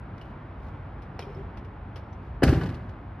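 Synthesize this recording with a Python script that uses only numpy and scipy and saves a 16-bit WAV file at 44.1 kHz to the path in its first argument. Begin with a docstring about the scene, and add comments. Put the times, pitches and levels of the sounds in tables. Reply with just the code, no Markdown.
"""An idling rumble on a street comes first; shoes then tap and scuff a few metres from the microphone.
Cloth swishes, light metal clinks and the cab step groans as someone climbs down from a truck.
The door then slams: contacts crack noise and ring the skin, the cab thuds and booms, fittings rattle on.
Steady sounds are coloured noise and timed pulses; struck ones are noise bursts and decaying sines.
The near sounds return from the walls as a diffuse tail."""
import sys
import numpy as np
from scipy import signal
from scipy.fft import rfft, irfft
from scipy.io import wavfile

SR = 44100
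rng = np.random.default_rng(int(sys.argv[2]) if len(sys.argv) > 2 else 0)


def transcribe(u):
    """Save the signal u as a 16-bit wav file named by the first command-line argument.

    u: samples, shape (n,) or (channels, n), limited to [-1, 1]; the rate is SR.
    q: integer samples, one column per channel.
    """
    v = np.clip(np.atleast_2d(u).T, -1, 1)
    q = np.round(v * 32767).astype(np.int16)
    wavfile.write(sys.argv[1], SR, q)


N = 141120  # 3.2 s


def undb(db):
    """Amplitude factor from decibels."""
    return 10 ** (np.asarray(db) / 20)


def since(start=0):
    """Seconds since a moment, zero before it."""
    return np.maximum(np.arange(N) / SR - start, 0)


def gains(points):
    """Gain at every frequency, interpolated over log frequency from (frequency [Hz], level [dB])."""
    hz, db = np.array(points, float).T
    bins_hz = np.arange(N // 2 + 1) * SR / N
    return undb(np.interp(np.log(bins_hz + 1), np.log(hz), db))


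def noise(colour, width):
    """Stereo noise of rms 1, made from a coloured mid and a side set against it by the width."""
    mid, side = rfft(rng.standard_normal((2, N))) * gains(colour)
    side = side * gains(width)
    out = irfft(np.array([mid + side, mid - side]), N)
    return out / out.std()


def decay(t, t60):
    """Exponential fall by 60 dB in each t60."""
    return np.exp(-np.log(1000) * t / t60)


def strike(start, rise, t60):
    """Envelope of a blow: quick rise and exponential fall."""
    t = since(start)
    return (1 - np.exp(-t / rise)) * decay(t, t60)


def damped(modes, t60):
    """Modes (frequency [Hz], level [dB]) given one shared decay time."""
    return [(hz, db, t60) for hz, db in modes]


def ring(modes, start, rise):
    """Decaying sines set going at one moment, followed for one second."""
    t = since(start)
    live = (t > 0) & (t < 1)
    t, out = t[live], np.zeros(N)
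    tones = sum(undb(db) * decay(t, t60) * np.sin(2 * np.pi * hz * t) for hz, db, t60 in modes)
    out[live] = (1 - np.exp(-t / rise)) * tones
    return out


def dull(x, hz):
    """Two-pole low-pass."""
    return signal.sosfilt(signal.butter(2, min(hz, SR / 2 - 1), fs=SR, output="sos"), x)


def lows(x, hz):
    """Low part of a sound, filtered forwards and backwards so that it keeps its timing."""
    return dull(dull(x, hz)[..., ::-1], hz)[..., ::-1]


def fade(x, start, rise, t60, treble_t60, split_hz=2800):
    """A tail whose treble has its own decay."""
    low = lows(x, split_hz)
    return low * strike(start, rise, t60) + (x - low) * strike(start, rise, treble_t60)


def convolve(x, response):
    """Play a sound through a response."""
    return signal.fftconvolve(x, response, axes=-1)[..., :N]


CHATTER_PER_S, CHATTER_SPREAD_DB, CHATTER_T60_S = 400, 3.5, 0.04


def chatter():
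    """Level of a loose part that touches many times a second, each touch with its own strength."""
    chance, size = rng.random(N), rng.standard_normal(N)
    touches = (chance < CHATTER_PER_S / SR) * undb(CHATTER_SPREAD_DB * size) ** 2
    power = np.abs(convolve(touches, undb(-60 * since() / CHATTER_T60_S) ** 2))
    return np.sqrt(power / power.mean())


# Colour of the distant street wash: (frequency [Hz], relative density [dB per Hz])
STREET_WASH = [(30, -31), (45, 1), (96, -3), (160, -9.5), (300, -15.5), (500, -21.5), (850, -20),
               (1500, -27), (2300, -35.5), (3500, -47), (5300, -61), (7500, -78.5), (11000, -67.5),
               (14000, -91)]
# Stereo spread of far sound at the microphone: (frequency [Hz], side against mid [dB])
FAR_SPREAD = [(60, -43.5), (150, -31), (330, -17.5), (650, -9), (1300, -5.5), (5000, -13)]
WASH_DB = -39.5
RUMBLE_HZ, RUMBLE_WAVER_DB, WASH_DRIFT_DB = 200, .9, .5  # upper edge of rumble; typical level swings


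def traffic():
    """A wash of engines and tyres as noise: the rumble wavers, the rest drifts slowly."""
    wash = noise(STREET_WASH, FAR_SPREAD)
    rumble = lows(wash, RUMBLE_HZ)
    waver = RUMBLE_WAVER_DB * signal.resample(rng.standard_normal(size=32), N)
    drift = WASH_DRIFT_DB * signal.resample(rng.standard_normal(size=12), N)
    return undb(WASH_DB) * (rumble * undb(waver) + (wash - rumble) * undb(drift))


# Resonances of the exhaust: (frequency [Hz], relative level [dB], t60 [s])
EXHAUST_MODES = [(61, 8, 0.038), (96, 1.5, 0.16)]
FIRING_HZ, FIRING_DB = 31.15, -47
FIRING_SCATTER_DB, FIRING_JITTER = -0.5, 0.031  # strength; timing as a share of a period


def idle():
    """Uneven diesel firings, as single pulses, throb in the resonances of the exhaust."""
    count = int(FIRING_HZ * N / SR)
    late, size = rng.standard_normal((count, 2)).T
    times = (np.arange(count) + FIRING_JITTER * late) / FIRING_HZ
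    pulses = np.zeros(N)
    pulses[(times * SR).astype(int) % N] = undb(FIRING_SCATTER_DB * size)
    throb = convolve(pulses, ring(EXHAUST_MODES, 0, 0.00095))
    return undb(FIRING_DB) * throb / throb.std()


STREET_DB, STREET_DELAY_S, STREET_RISE_S = -16.5, 0.034, 0.037
STREET_T60_S, STREET_TREBLE_T60_S = 0.95, 0.58


def street(x):
    """Late, diffuse reflections from the walls: the sound played through a decaying noise tail."""
    white = noise([(20, 0), (20000, 0.0072)], FAR_SPREAD)
    tail = fade(white, STREET_DELAY_S, STREET_RISE_S, STREET_T60_S, STREET_TREBLE_T60_S)
    tail = tail / np.sqrt(np.sum(tail ** 2) / 2)  # unit energy per channel on average
    return undb(STREET_DB) * convolve(x.mean(0)[None], tail)


# Sleeves brush the seat and door frame: (time [s], level [dB])
SLEEVE_BRUSHES = [(.24, -70.5), (.68, -68.5), (1.36, -70), (2.29, -74)]
# Colour of cloth: (frequency [Hz], relative level [dB])
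CLOTH_COLOUR = [(1200, -1), (3200, 5), (5500, -6), (7600, -20), (13000, -22)]
# Stereo spread of near sound, here and below: (frequency [Hz], side against mid [dB])
NEAR_SPREAD = [(100, -38), (300, -32), (600, -22), (1400, -19.5), (10000, 7.5)]
BRUSH_S = 0.082  # from the peak of a swish to 1/e of its level


def clothes():
    """Soft swishes of cloth: noise made grainy by many small touches."""
    swishes = sum(undb(db) * np.exp(-((since() - s) / BRUSH_S) ** 2) for s, db in SLEEVE_BRUSHES)
    return noise(CLOTH_COLOUR, NEAR_SPREAD) * chatter() * swishes


# Shoes on the cab step and the road: (time [s], level [dB], t60 [s])
SOLE_SCUFFS = [(0.18, -47, 0.038), (0.212, -47.5, 0.078), (1.021, -50.5, 0.11), (1.191, -39.5, 0.22),
               (1.572, -46.5, 0.1), (1.647, -54, 0.084), (1.958, -42, 0.14), (2.128, -55.5, .1)]
# Colour of the soles: (frequency [Hz], relative level [dB])
SOLE_COLOUR = [(150, 11), (600, 12), (1300, 5), (2100, 4.5), (3000, 0.5), (4200, -5.5), (5500, -7),
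               (7500, -31.5), (11000, -23), (15000, -52)]
# Knock of the heel: (frequency [Hz], level [dB], t60 [s])
HEEL_KNOCK = [(530, -22, 0.015)]
SCUFF_RISE_S = 0.00054
LANDING_S, HEEL_DB, HEEL_T60_S = 1.1926, -28.5, 0.0091


def shoes():
    """Soles scuff as noise bursts and one heel lands hard: a tick, then a ringing knock."""
    scuffs = sum(undb(db) * strike(s, SCUFF_RISE_S, t60) for s, db, t60 in SOLE_SCUFFS)
    tick = undb(HEEL_DB) * strike(LANDING_S, .0001, HEEL_T60_S)
    knock = ring(HEEL_KNOCK, LANDING_S + 0.00194, 0.001)
    return noise(SOLE_COLOUR, NEAR_SPREAD) * (scuffs + tick) + knock


# Small metal clinks: (time [s], pitch [Hz], level [dB])
METAL_CLINKS = [(0.213, 2900, -48.5), (1.223, 2420, -50), (1.223, 3130, -51), (1.225, 5220, -57.5),
                (1.348, 5230, -63.5), (2.127, 5950, -65.5)]
CLINK_WIDTH, CLINK_T60_S = 0.036, 0.072  # width as a share of the pitch


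def clinks():
    """Light touches on metal, each a short burst of noise in a narrow band about its pitch."""
    out, step = 0, 1 + CLINK_WIDTH
    for s, hz, db in METAL_CLINKS:
        band = [(hz / step ** 5, -50), (hz / step, -6), (hz, 0), (hz * step, -6), (hz * step ** 5, -50)]
        out = out + undb(db) * noise(band, NEAR_SPREAD) * strike(s, SCUFF_RISE_S, CLINK_T60_S)
    return out


# The metal step groans as the weight leaves it: (time [s], length [s], pitch [Hz], level [dB])
STEP_GROANS = [(1.219, 0.02, 400, -38.5), (1.262, 0.046, 406, -39), (1.351, 0.069, 388.7, -39.5)]
GROAN_EDGE_S, GROAN_LOW_HZ, GROAN_LOW_DB = 0.0034, 135, -1.5  # low mode is relative to the upper
GROAN_WOBBLE, GROAN_ROUGH_HZ = 0.02, 160  # typical share of pitch; low-pass on the level flutter


def groans():
    """The step flexes and hums on two modes, with unsteady pitch and rough level."""
    wobble = 1 + GROAN_WOBBLE * signal.resample(rng.standard_normal(size=700), N)
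    turns = 2 * np.pi * np.cumsum(wobble) / SR  # phase of a 1 Hz mode
    low = undb(GROAN_LOW_DB) * np.sin(GROAN_LOW_HZ * turns)
    out = 0
    for s, length, hz, db in STEP_GROANS:
        swell = (1 - np.exp(-since(s) / GROAN_EDGE_S)) * np.exp(-since(s + length) / GROAN_EDGE_S)
        out = out + undb(db) * swell * (np.sin(hz * turns) + low)
    return out * dull(chatter(), GROAN_ROUGH_HZ)


# Knocks of the loose fittings: (time [s], chatter level [dB], metal ring level [dB])
FITTING_KNOCKS = [(2.478, -35, -28), (2.507, -38, -42), (2.534, -33.5, -46), (2.555, -41, -47),
                  (2.611, -40, -34), (2.634, -34, -41), (2.658, -42, -40.5), (2.689, -38, -48),
                  (2.742, -42, -52), (2.890, -48.5, -57)]
# Colour of the chatter: (frequency [Hz], relative level [dB])
RATTLE_COLOUR = [(200, 10.5), (900, 5.5), (2200, -10.5), (2800, -2.5), (3500, -6), (4900, -10),
                 (7500, -26.5), (11500, -32), (15000, -44)]
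# Modes of window frame and mirror arm: (frequency [Hz], relative level [dB])
FITTING_MODES = [(1012, -8.5), (1168, -3), (1486, -3.5), (1685, -4.5), (1938, -10.5), (2186, -16),
                 (2552, -19.5), (2982, -13.5)]
RATTLE_RISE_S, RATTLE_T60_S = 0.0011, 0.099
FITTING_T60_S, FITTING_SCATTER_DB, FITTING_DETUNE = 0.095, 1.5, 0.007  # detune as a share of pitch


def fittings():
    """Window, mirror and latch chatter in bursts; each knock rings their metal in its own way."""
    power = sum((undb(db) * strike(s, RATTLE_RISE_S, RATTLE_T60_S)) ** 2 for s, db, _ in FITTING_KNOCKS)
    out = noise(RATTLE_COLOUR, NEAR_SPREAD) * chatter() * np.sqrt(power)
    for s, _, ring_db in FITTING_KNOCKS:
        chance = rng.standard_normal((len(FITTING_MODES), 2))
        modes = [(hz * (1 + FITTING_DETUNE * a), db + FITTING_SCATTER_DB * b)
                 for (hz, db), (a, b) in zip(FITTING_MODES, chance)]
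        out = out + undb(ring_db) * ring(damped(modes, FITTING_T60_S), s, RATTLE_RISE_S)
    return out


# Dead thuds of door and cab against seal and mounts: (time [s], pitch [Hz], level [dB])
BODY_THUDS = [(2.4335, 294, -8.5), (2.4347, 133, -9.5), (2.4662, 66, -11.5), (2.4674, 261, -20),
              (2.4702, 149, -19.5), (2.4871, 113.6, -9.5), (2.5262, 276.4, -9.5), (2.552, 122.5, -12.5),
              (2.575, 337, -20.5), (2.633, 137, -21), (2.686, 95, -23.5)]
# Colour of the air and body boom: (frequency [Hz], relative level [dB])
BOOM_COLOUR = [(25, -18), (45, 7.5), (120, 10), (175, 9.5), (230, -6), (500, -53)]
THUD_CYCLES = 12.2  # cycles for a thud to fall 60 dB
BOOM_S, BOOM_DB, BOOM_RISE_S, BOOM_T60_S = 2.464, -17, 0.0029, 0.67
CRACK_RISE_S = 0.00075  # rise of thuds, cracks and panel ring


def cab():
    """The body takes up the blow: deep, heavily damped sines and a late, dense boom of noise."""
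    thuds = sum(ring([(hz, db, THUD_CYCLES / hz)], s, CRACK_RISE_S) for s, hz, db in BODY_THUDS)
    boom = noise(BOOM_COLOUR, NEAR_SPREAD) * strike(BOOM_S, BOOM_RISE_S, BOOM_T60_S)
    return thuds + undb(BOOM_DB) * boom


# Door meets latch, striker and frame, then rebounds:
# (time [s], crack level [dB], low-pass [Hz], panel ring level [dB])
DOOR_CONTACTS = [(2.421, -13, 1000, -50), (2.430, -19, 4000, -51), (2.4336, -13.5, 8850, -23.5),
                 (2.477, -21.5, 4000, -40.5), (2.49, -25.5, 8000, -44), (2.527, -25.5, 3000, -31.5)]
# Colour of the crack: (frequency [Hz], relative level [dB])
CRACK_COLOUR = [(60, -2), (150, -12), (330, 2), (800, -4.5), (1100, -16.5), (1600, -4.5), (2000, -14.5),
                (2850, -12.5), (3600, -24), (4700, -16), (7000, -36), (12000, -26.5), (15000, -37)]
# Modes of the door skin: (frequency [Hz], relative level [dB])
SKIN_MODES = [(245, -15), (273, 0), (332, -2.5), (358, -0.5), (389, -3), (443, -12), (534, -17),
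              (572, -17.5), (648, -9.5), (712, -19), (784, -9.5)]
# Colour of the dense shiver of the sheet metal: (frequency [Hz], relative level [dB])
SHIVER_COLOUR = [(100, 1.5), (300, 6), (600, -5.5), (1000, -9), (1650, -7), (2300, -13), (3600, -19),
                 (5000, -16), (7000, -26.5), (12000, -35), (15000, -45)]
CRACK_T60_S, SKIN_T60_S = 0.05, 0.3
SHIVER_DB, SHIVER_T60_S, SHIVER_TREBLE_T60_S = -15, 0.8, 0.37  # level against the crack


def door():
    """Each contact cracks, rings the skin and leaves the sheet metal shivering."""
    out = 0
    for s, db, dull_hz, ring_db in DOOR_CONTACTS:
        crack = noise(CRACK_COLOUR, NEAR_SPREAD) * strike(s, CRACK_RISE_S, CRACK_T60_S)
        shiver = noise(SHIVER_COLOUR, NEAR_SPREAD)
        shiver = fade(shiver, s, CRACK_RISE_S, SHIVER_T60_S, SHIVER_TREBLE_T60_S)
        skin = ring(damped(SKIN_MODES, SKIN_T60_S), s, CRACK_RISE_S)
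        out = out + undb(db) * dull(crack + undb(SHIVER_DB) * shiver, dull_hz) + undb(ring_db) * skin
    return out


# Balance of the near sounds: (frequency [Hz], left over right [dB])
NEAR_BALANCE = [(120, .1), (280, .4), (600, 3), (1200, 1.8), (2000, -.3)]


def scene():
    """The truck stands a little to the left, in front of the walls and the traffic."""
    lean = np.sqrt(gains(NEAR_BALANCE))  # half the difference on each side
    near = clothes() + shoes() + clinks() + groans() + fittings() + cab() + door()
    near = irfft(rfft(near) * np.array([lean, 1 / lean]), N)
    return traffic() + idle() + street(near) + near


# Lead of the left microphone port over the right: (frequency [Hz], phase [rad])
PORT_LEAD = [(1400, 0), (2500, .6), (5500, .8), (9500, -.8), (13000, -2.4)]
LOW_CUT_HZ, TOP_HZ = 40.7, 13000


def record(dry):
    """The two microphone ports differ in treble phase; the deepest bass and the top are cut."""
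    lead = np.interp(np.arange(N // 2 + 1) * SR / N, *np.array(PORT_LEAD, float).T)
    ports = irfft(rfft(dry) * np.exp(.5j * np.array([lead, -lead])), N)
    ports = signal.sosfilt(signal.butter(4, LOW_CUT_HZ, "high", fs=SR, output="sos"), ports)
    return signal.sosfilt(signal.ellip(8, .2, 70, TOP_HZ, fs=SR, output="sos"), ports)


dry = scene()
out = record(dry)
transcribe(out)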